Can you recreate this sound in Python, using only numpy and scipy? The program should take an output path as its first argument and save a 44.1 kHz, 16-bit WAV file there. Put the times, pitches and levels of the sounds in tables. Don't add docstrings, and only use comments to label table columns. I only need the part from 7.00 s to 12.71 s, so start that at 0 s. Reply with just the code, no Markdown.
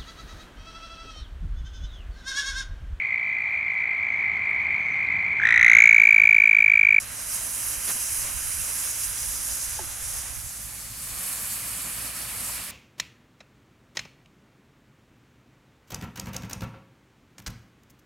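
import sys
import numpy as np
from scipy import signal
from scipy.fft import rfft, irfft, next_fast_len
from scipy.io import wavfile
from scipy.ndimage import uniform_filter1d

SR = 44100
rng = np.random.default_rng(int(sys.argv[2]) if len(sys.argv) > 2 else 0)


def unload_wav(signal):
    wavfile.write(
        sys.argv[1],
        SR,
        np.round(np.clip(np.atleast_2d(signal).T, -1, 1) * 32767).astype(np.int16),
    )


N = 251811
TIME = np.arange(N) / SR
BINS_HZ = np.maximum(np.fft.rfftfreq(next_fast_len(N), 1 / SR), 1)

# t/s, share of power
SECOND_SHARE = [(3.25, 0), (4.0, 0.92)]
# t/s, level/dB
FRONT_LEVEL = [(-0.0, -35.7), (0.05, -41.5), (0.21, -36.5), (0.62, -30.5), (1.22, -30.5), (1.34, -33),
               (1.81, -30.5), (2.61, -33), (2.98, -38.5), (3.08, -33.8), (3.29, -37.5), (3.92, -40.2),
               (4.04, -35), (4.51, -33.5), (5.42, -34.5), (5.71, -38)]
# t/s, change/dB, length/s
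POWDER_SURGES = [(0.348,5,0.073), (0.792,-3.5,0.078), (0.897,2,0.031), (1.183,2,0.11), (1.94,-3.5,0.057),
                 (2.046,1,0.1), (2.14,-3.0,0.085), (2.413,-2.5,0.087), (3.19,2.1,0.072), (4.285,2.5,0.12),
                 (4.53,2,0.074), (4.885,-1.5,0.091), (5.12,-3.7,0.077), (5.273,-3,0.065), (5.478,3,0.12)]
# t/s, level/dB
HISS_OFFSET = [(0, -2.5), (0.6, -7), (1.8, -6), (2.7, -3), (3.3, -5), (3.9, -6.5), (4.6, -9.5),
               (5.71, -8.5)]
# t/s, level/dB
FLAME_LEVEL = [(0.0, -43.5), (1.21, -43), (2.23, -44), (3.3, -45.6), (3.44, -49.5), (3.9, -49.4),
               (4.21, -43.7), (5.59, -42), (5.71, -43.5)]
# f/Hz, relative level/dB
FIZZ_COLOUR_1 = [(2760, -37), (4700, -14), (5250, -10), (6320, -6), (7680, -7), (9010, -1), (10700, 1),
                 (11500, -1.5), (12900, -10.5), (14500, -11.5), (15600, -21)]
FIZZ_COLOUR_2 = [(2530, -30), (4300, -8.5), (4660, -7.5), (5570, -10), (8160, 1.5), (11300, 3),
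                 (13200, -3.5), (15600, -13.5)]
RUSH_COLOUR_1 = [(110, -19), (180, -6.5), (289, -4.5), (401, -13), (484, -5.5), (768, -3.5), (904, -3),
                 (1530, -0.5), (2790, -3), (4420, -7), (4600, -15.5), (5980, -64), (10100, -120)]
RUSH_COLOUR_2 = [(110, -36), (180, 0), (282, 0.5), (369, -12.5), (478, -5), (880, -2.5), (1010, 0),
                 (1470, 0), (2400, 1), (3800, -5), (4600, -3.5), (5980, -8.5), (10100, -120)]
# f/Hz, likeness (capped at 0.99 in use)
LIKENESS_1 = [(200, 1.1), (1000, 0.67), (2900, 0.85), (4400, 0.3), (5300, 0.9), (6300, .93), (7100, 0.5),
              (9500, 1.5), (11200, .88), (12600, 0.9), (14400, 0.7), (15500, .35)]
LIKENESS_2 = [(200, 0.89), (800, 0.86), (1500, 0.62), (4300, 0.72), (5900, 0.41), (6500, 0.75),
              (10000, 0.8), (13000, 0.6), (15500, 0.65)]
# f/Hz, left over right/dB
BALANCE_1 = [(60, -5.5), (140, -2), (500, -1.0), (2600, -2), (4000, 0.5), (5800, -0.5), (7100, 7),
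             (8200, -3), (9400, -10.5), (11600, -4), (12600, -10), (14000, -1.5), (15500, -3)]
BALANCE_2 = [(60, -3), (130, -1.0), (640, -0.8), (2400, -3.8), (3800, 0), (4700, -2.5), (5900, 4),
             (7500, -1), (11500, -2), (15000, 0.5)]
# f/Hz, phase/rad
LEFT_LEAD_1 = [(3500, -0.2), (4300, -1.6), (4700, 1), (5300, -0.15), (6700, 0.1), (7600, -1.66),
               (9100, -1.2), (10400, -0.47), (12300, -0.54), (13000, 0.4), (15000, -0.4)]
LEFT_LEAD_2 = [(200, 0), (1400, -0.4), (3000, 0.3), (4300, -0.052), (5500, 0.88), (6300, -0.014),
               (8000, -0.25), (10000, 0.43), (15000, 0.2)]
# f/Hz, width/Hz, gain/dB, from/s, to/s
TABLE_GLANCES = [(780, 130, -4.5, -0.3, 2.7), (1580, 140, 2, -0.3, 3.3), (2680, 1300, 3, 0.48, 2.16),
                 (3500, 420, -6.5, -0.3, 1.63), (4430, 340, -6.5, -0.3, 3.7), (11100, 900, 1, 1.5, 3.4)]
# t/s, level/dB, half length/s, top f/Hz
HEAP_PUFFS = [(0.468, -45, 0.029, 4500), (0.898, -34, 0.023, 14000), (0.956, -31, .01, 380),
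              (1.262, -44, .03, 3500), (4.86, -46.5, .03, 3000)]
# f/Hz, relative level/dB
PUFF_COLOUR = [(130, -8), (200, 0), (380, 0.5), (600, -3.5), (1800, 1), (4000, -5), (8000, -6.5),
               (15000, -29)]
# t/s, level/dB, f/Hz, t60/s, level of the low ring before its doubling/dB
DULL_POPS = [(2.7885, -27.3, 870, .05, -41.5), (5.4935, -24, 990, .018, -62)]
# multiple of its pitch, relative level/dB
POP_MODES = [(.62, -9), (.78, -7), (1, 0), (1.9, -11)]
# t/s, length/s, level/dB
MIC_GUSTS = [(0.665, .035, -43.5), (0.776, 0.023, -41.5), (1.1, .22, -46), (1.344, 0.033, -38.5),
             (1.41, .17, -45), (1.581, 0.053, -41), (2.055, 0.088, -45), (2.213, 0.2, -45),
             (2.504, 0.031, -43), (2.666, .25, -46.5), (3.003, 0.223, -45), (3.294, .045, -44.5),
             (3.364, 0.044, -45), (3.441, 0.037, -40.5), (3.633, 0.033, -47), (4.08, .12, -50)]
# f/Hz, relative level/dB
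GUST_COLOUR = [(12, -6), (25, -12.5), (45, 2), (80, -2), (120, -10), (180, -22), (350, -38), (700, -55)]
RUMBLE_COLOUR = [(20, -22), (45, 2), (70, 0.5), (130, 1), (220, -5), (400, -21.5), (800, -28)]
# f/Hz, level/dB
MOTOR_TONES = [(55.3, -53.5), (110.6, -57)]


def fizz(colour, likeness, balance, lead, grain_db, flicker_db, sputter_db, split_hz=7600):
    front_db, surge = in_time(FRONT_LEVEL), surge_db()
    top_db = front_db + surge
    hiss_db = front_db + in_time(HISS_OFFSET) + 0.82 * surge
    flashes = grains(per_s=9000 * from_db(top_db - top_db.max()), size_db=2.0)
    jets = turbulence() + from_db(grain_db) * flashes
    sound = spread(jets, colour, at_hz(likeness), at_hz(balance), at_hz(lead))
    low = shaped(sound, lowpass(split_hz, slope=16))
    top = rms_one(sound - low) * from_db(top_db)
    hiss = rms_one(low) * from_db(hiss_db + sputter_db * drift(9.5))
    return (top + hiss) * from_db(flicker_db * drift(18))


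def grains(per_s, size_db):
    sizes = from_db(size_db * np.minimum(rng.exponential(1, N), 6))
    return rms_one(turbulence() * sizes * (rng.random(N) < per_s / SR))


def surge_db():
    return sum(db * np.exp(-(2 * (TIME - s) / length) ** 2) for s, db, length in POWDER_SURGES)


def flame_rush(colour, likeness, balance, grain_db, flicker_db):
    rush_db = in_time(FLAME_LEVEL) + 0.17 * surge_db()
    gas = turbulence() + from_db(grain_db) * grains(per_s=1500, size_db=2.5)
    level = from_db(rush_db + flicker_db * drift(17))
    return level * spread(gas, colour, at_hz(likeness), at_hz(balance))


def shifting_jets(x, patchy_db=0.9, rate_hz=11, count=12):
    centres_hz = np.geomspace(1000, 15000, count)
    bands = [np.interp(BINS_HZ, centres_hz, corner) for corner in np.eye(count)]
    return sum(shaped(x, band) * from_db(patchy_db * drift(rate_hz)) for band in bands)


def table_glance(x, fade_s=0.38):
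    for hz, width_hz, db, from_s, until_s in TABLE_GLANCES:
        band = shaped(x, np.exp(-(2 * (BINS_HZ - hz) / width_hz) ** 2))
        present = np.clip(.5 + np.minimum(TIME - from_s, until_s - TIME) / fade_s, 0, 1)
        x = x + (from_db(db) - 1) * band * present
    return x


def close_reflection(x, ripple_hz=592, strength=0.13, dull_hz=6000):
    delay = np.exp(-2j * np.pi * BINS_HZ / ripple_hz)
    return shaped(x, 1 + strength * delay * lowpass(dull_hz))


def puffs():
    gush = spread(turbulence(), PUFF_COLOUR, alike=1.0, balance_db=0.0)
    out = 0
    for s, db, half_length, top_hz in HEAP_PUFFS:
        swell = np.exp(-((TIME - s) / half_length) ** 4)
        out += from_db(db) * swell * shaped(gush, lowpass(top_hz))
    return out


def pops(rise_s=0.0023, ring_hz=410, ring_t60=0.18, ring_rise_s=0.019, sag_per_s=4.6):
    out = np.zeros(N)
    for s, db, hz, t60, ring_db in DULL_POPS:
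        age = np.maximum(TIME - s, 0)
        phase = 2 * np.pi * hz * age
        note = sum(from_db(mode_db) * np.sin(multiple * (phase + .35 * drift(150)))
                   for multiple, mode_db in POP_MODES)
        out += note * from_db(db - 60 * age / t60) * (1 - np.exp(-(age / rise_s) ** 2))
        ring = 2 * np.sin(2 * np.pi * ring_hz * (1 - np.exp(-sag_per_s * age)) / sag_per_s)
        out += ring * from_db(ring_db - 60 * age / ring_t60) * (1 - np.exp(-age / ring_rise_s))
    return np.sqrt(2) * out * pan(-1.6)


def wind(breeze_gain, breeze_db=-54.5, rise_s=0.0086, fall_s=0.025, lumpy_db=1.0, even_s=0.047):
    strength = from_db(breeze_db) * breeze_gain
    for s, length, db in MIC_GUSTS:
        envelope = np.clip(.5 + np.minimum((TIME - s) / rise_s, (s + length - TIME) / fall_s), 0, 1)
        strength = np.maximum(strength, from_db(db) * envelope)
    eddies = spread(turbulence(), GUST_COLOUR, alike=0.33, balance_db=-11.0)
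    power = uniform_filter1d(eddies.mean(axis=0) ** 2, int(even_s * SR))
    eddies /= np.sqrt(power + 1e-9)
    return strength * from_db(lumpy_db * drift(30)) * eddies


def outdoor_rumble(early, late):
    wide = from_db(-58.5) * spread(turbulence(), RUMBLE_COLOUR, alike=0.33, balance_db=0.5)
    central = from_db(-50.0) * spread(turbulence(), RUMBLE_COLOUR, alike=0.97, balance_db=-0.5)
    return early * wide + late * central


def motor():
    out = np.zeros(N)
    for hz, db in MOTOR_TONES:
        out += from_db(db + .7 * drift(3)) * np.sin(2 * np.pi * hz * TIME + .25 * drift(3))
    return np.sqrt(2) * out * pan(-2.3)


def spread(pair, colour, alike, balance_db, lead=0):
    alike = np.clip(alike, -.99, .99)
    sign = np.array([[1], [-1]])
    ports = pan(balance_db) * np.exp(.5j * lead * sign)
    middle = np.sqrt(np.sum(np.abs(ports) ** 2, axis=0) + 2 * alike * np.cos(lead))
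    gain = from_db(at_hz(colour)) * ports / middle
    common = shaped(pair[0], gain * np.sqrt(1 + alike))
    opposed = shaped(pair[1], gain * np.sqrt(1 - alike) * sign)
    return rms_one(common + opposed)


def turbulence():
    return rng.standard_normal((2, N))


def drift(rate_hz, hop=40, settle=2000):
    pole = np.exp(-2 * np.pi * rate_hz * hop / SR)
    noise = rng.standard_normal(N // hop + settle + 2)
    slow = signal.lfilter([1], [1, -2 * pole, pole * pole], noise)[settle:]
    return np.interp(np.arange(N) / hop, np.arange(len(slow)), rms_one(slow))


def shaped(x, gain):
    size = next_fast_len(N)
    return irfft(rfft(x, size) * gain, size)[..., :N]


def lowpass(hz, slope=4):
    return 1 / (1 + (BINS_HZ / hz) ** slope)


def in_time(points):
    return np.interp(TIME, *np.transpose(points))


def at_hz(points):
    hz, value = np.transpose(points)
    return np.interp(np.log(BINS_HZ), np.log(hz), value)


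def pan(db):
    return from_db(np.array([[.5], [-.5]]) * db)


def from_db(db):
    return 10 ** (np.asarray(db) / 20)


def rms_one(x):
    return x / np.sqrt(np.mean(np.atleast_2d(x).mean(axis=0) ** 2) + 1e-20)


def scene():
    share = in_time(SECOND_SHARE)
    early, late = np.sqrt(1 - share), np.sqrt(share)
    first = from_db(-0.63) * fizz(FIZZ_COLOUR_1, LIKENESS_1, BALANCE_1, LEFT_LEAD_1,
                                  grain_db=-12.0, flicker_db=0.46, sputter_db=0.5)
    first += flame_rush(RUSH_COLOUR_1, LIKENESS_1, BALANCE_1, grain_db=-12.5, flicker_db=0.53)
    second = from_db(-0.27) * fizz(FIZZ_COLOUR_2, LIKENESS_2, BALANCE_2, LEFT_LEAD_2,
                                   grain_db=-10.5, flicker_db=0.6, sputter_db=1.2)
    second += from_db(0.97) * flame_rush(RUSH_COLOUR_2, LIKENESS_2, BALANCE_2,
                                         grain_db=-15.5, flicker_db=0.36)
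    fire = shifting_jets(early * table_glance(first) + late * close_reflection(second))
    rumble = outdoor_rumble(early, late)
    return fire + puffs() + pops() + wind(early) + rumble + motor()


def record(dry):
    return signal.sosfiltfilt(signal.ellip(10, .05, 70, 15750, fs=SR, output="sos"), dry)


dry = scene()
out = record(dry)
unload_wav(out)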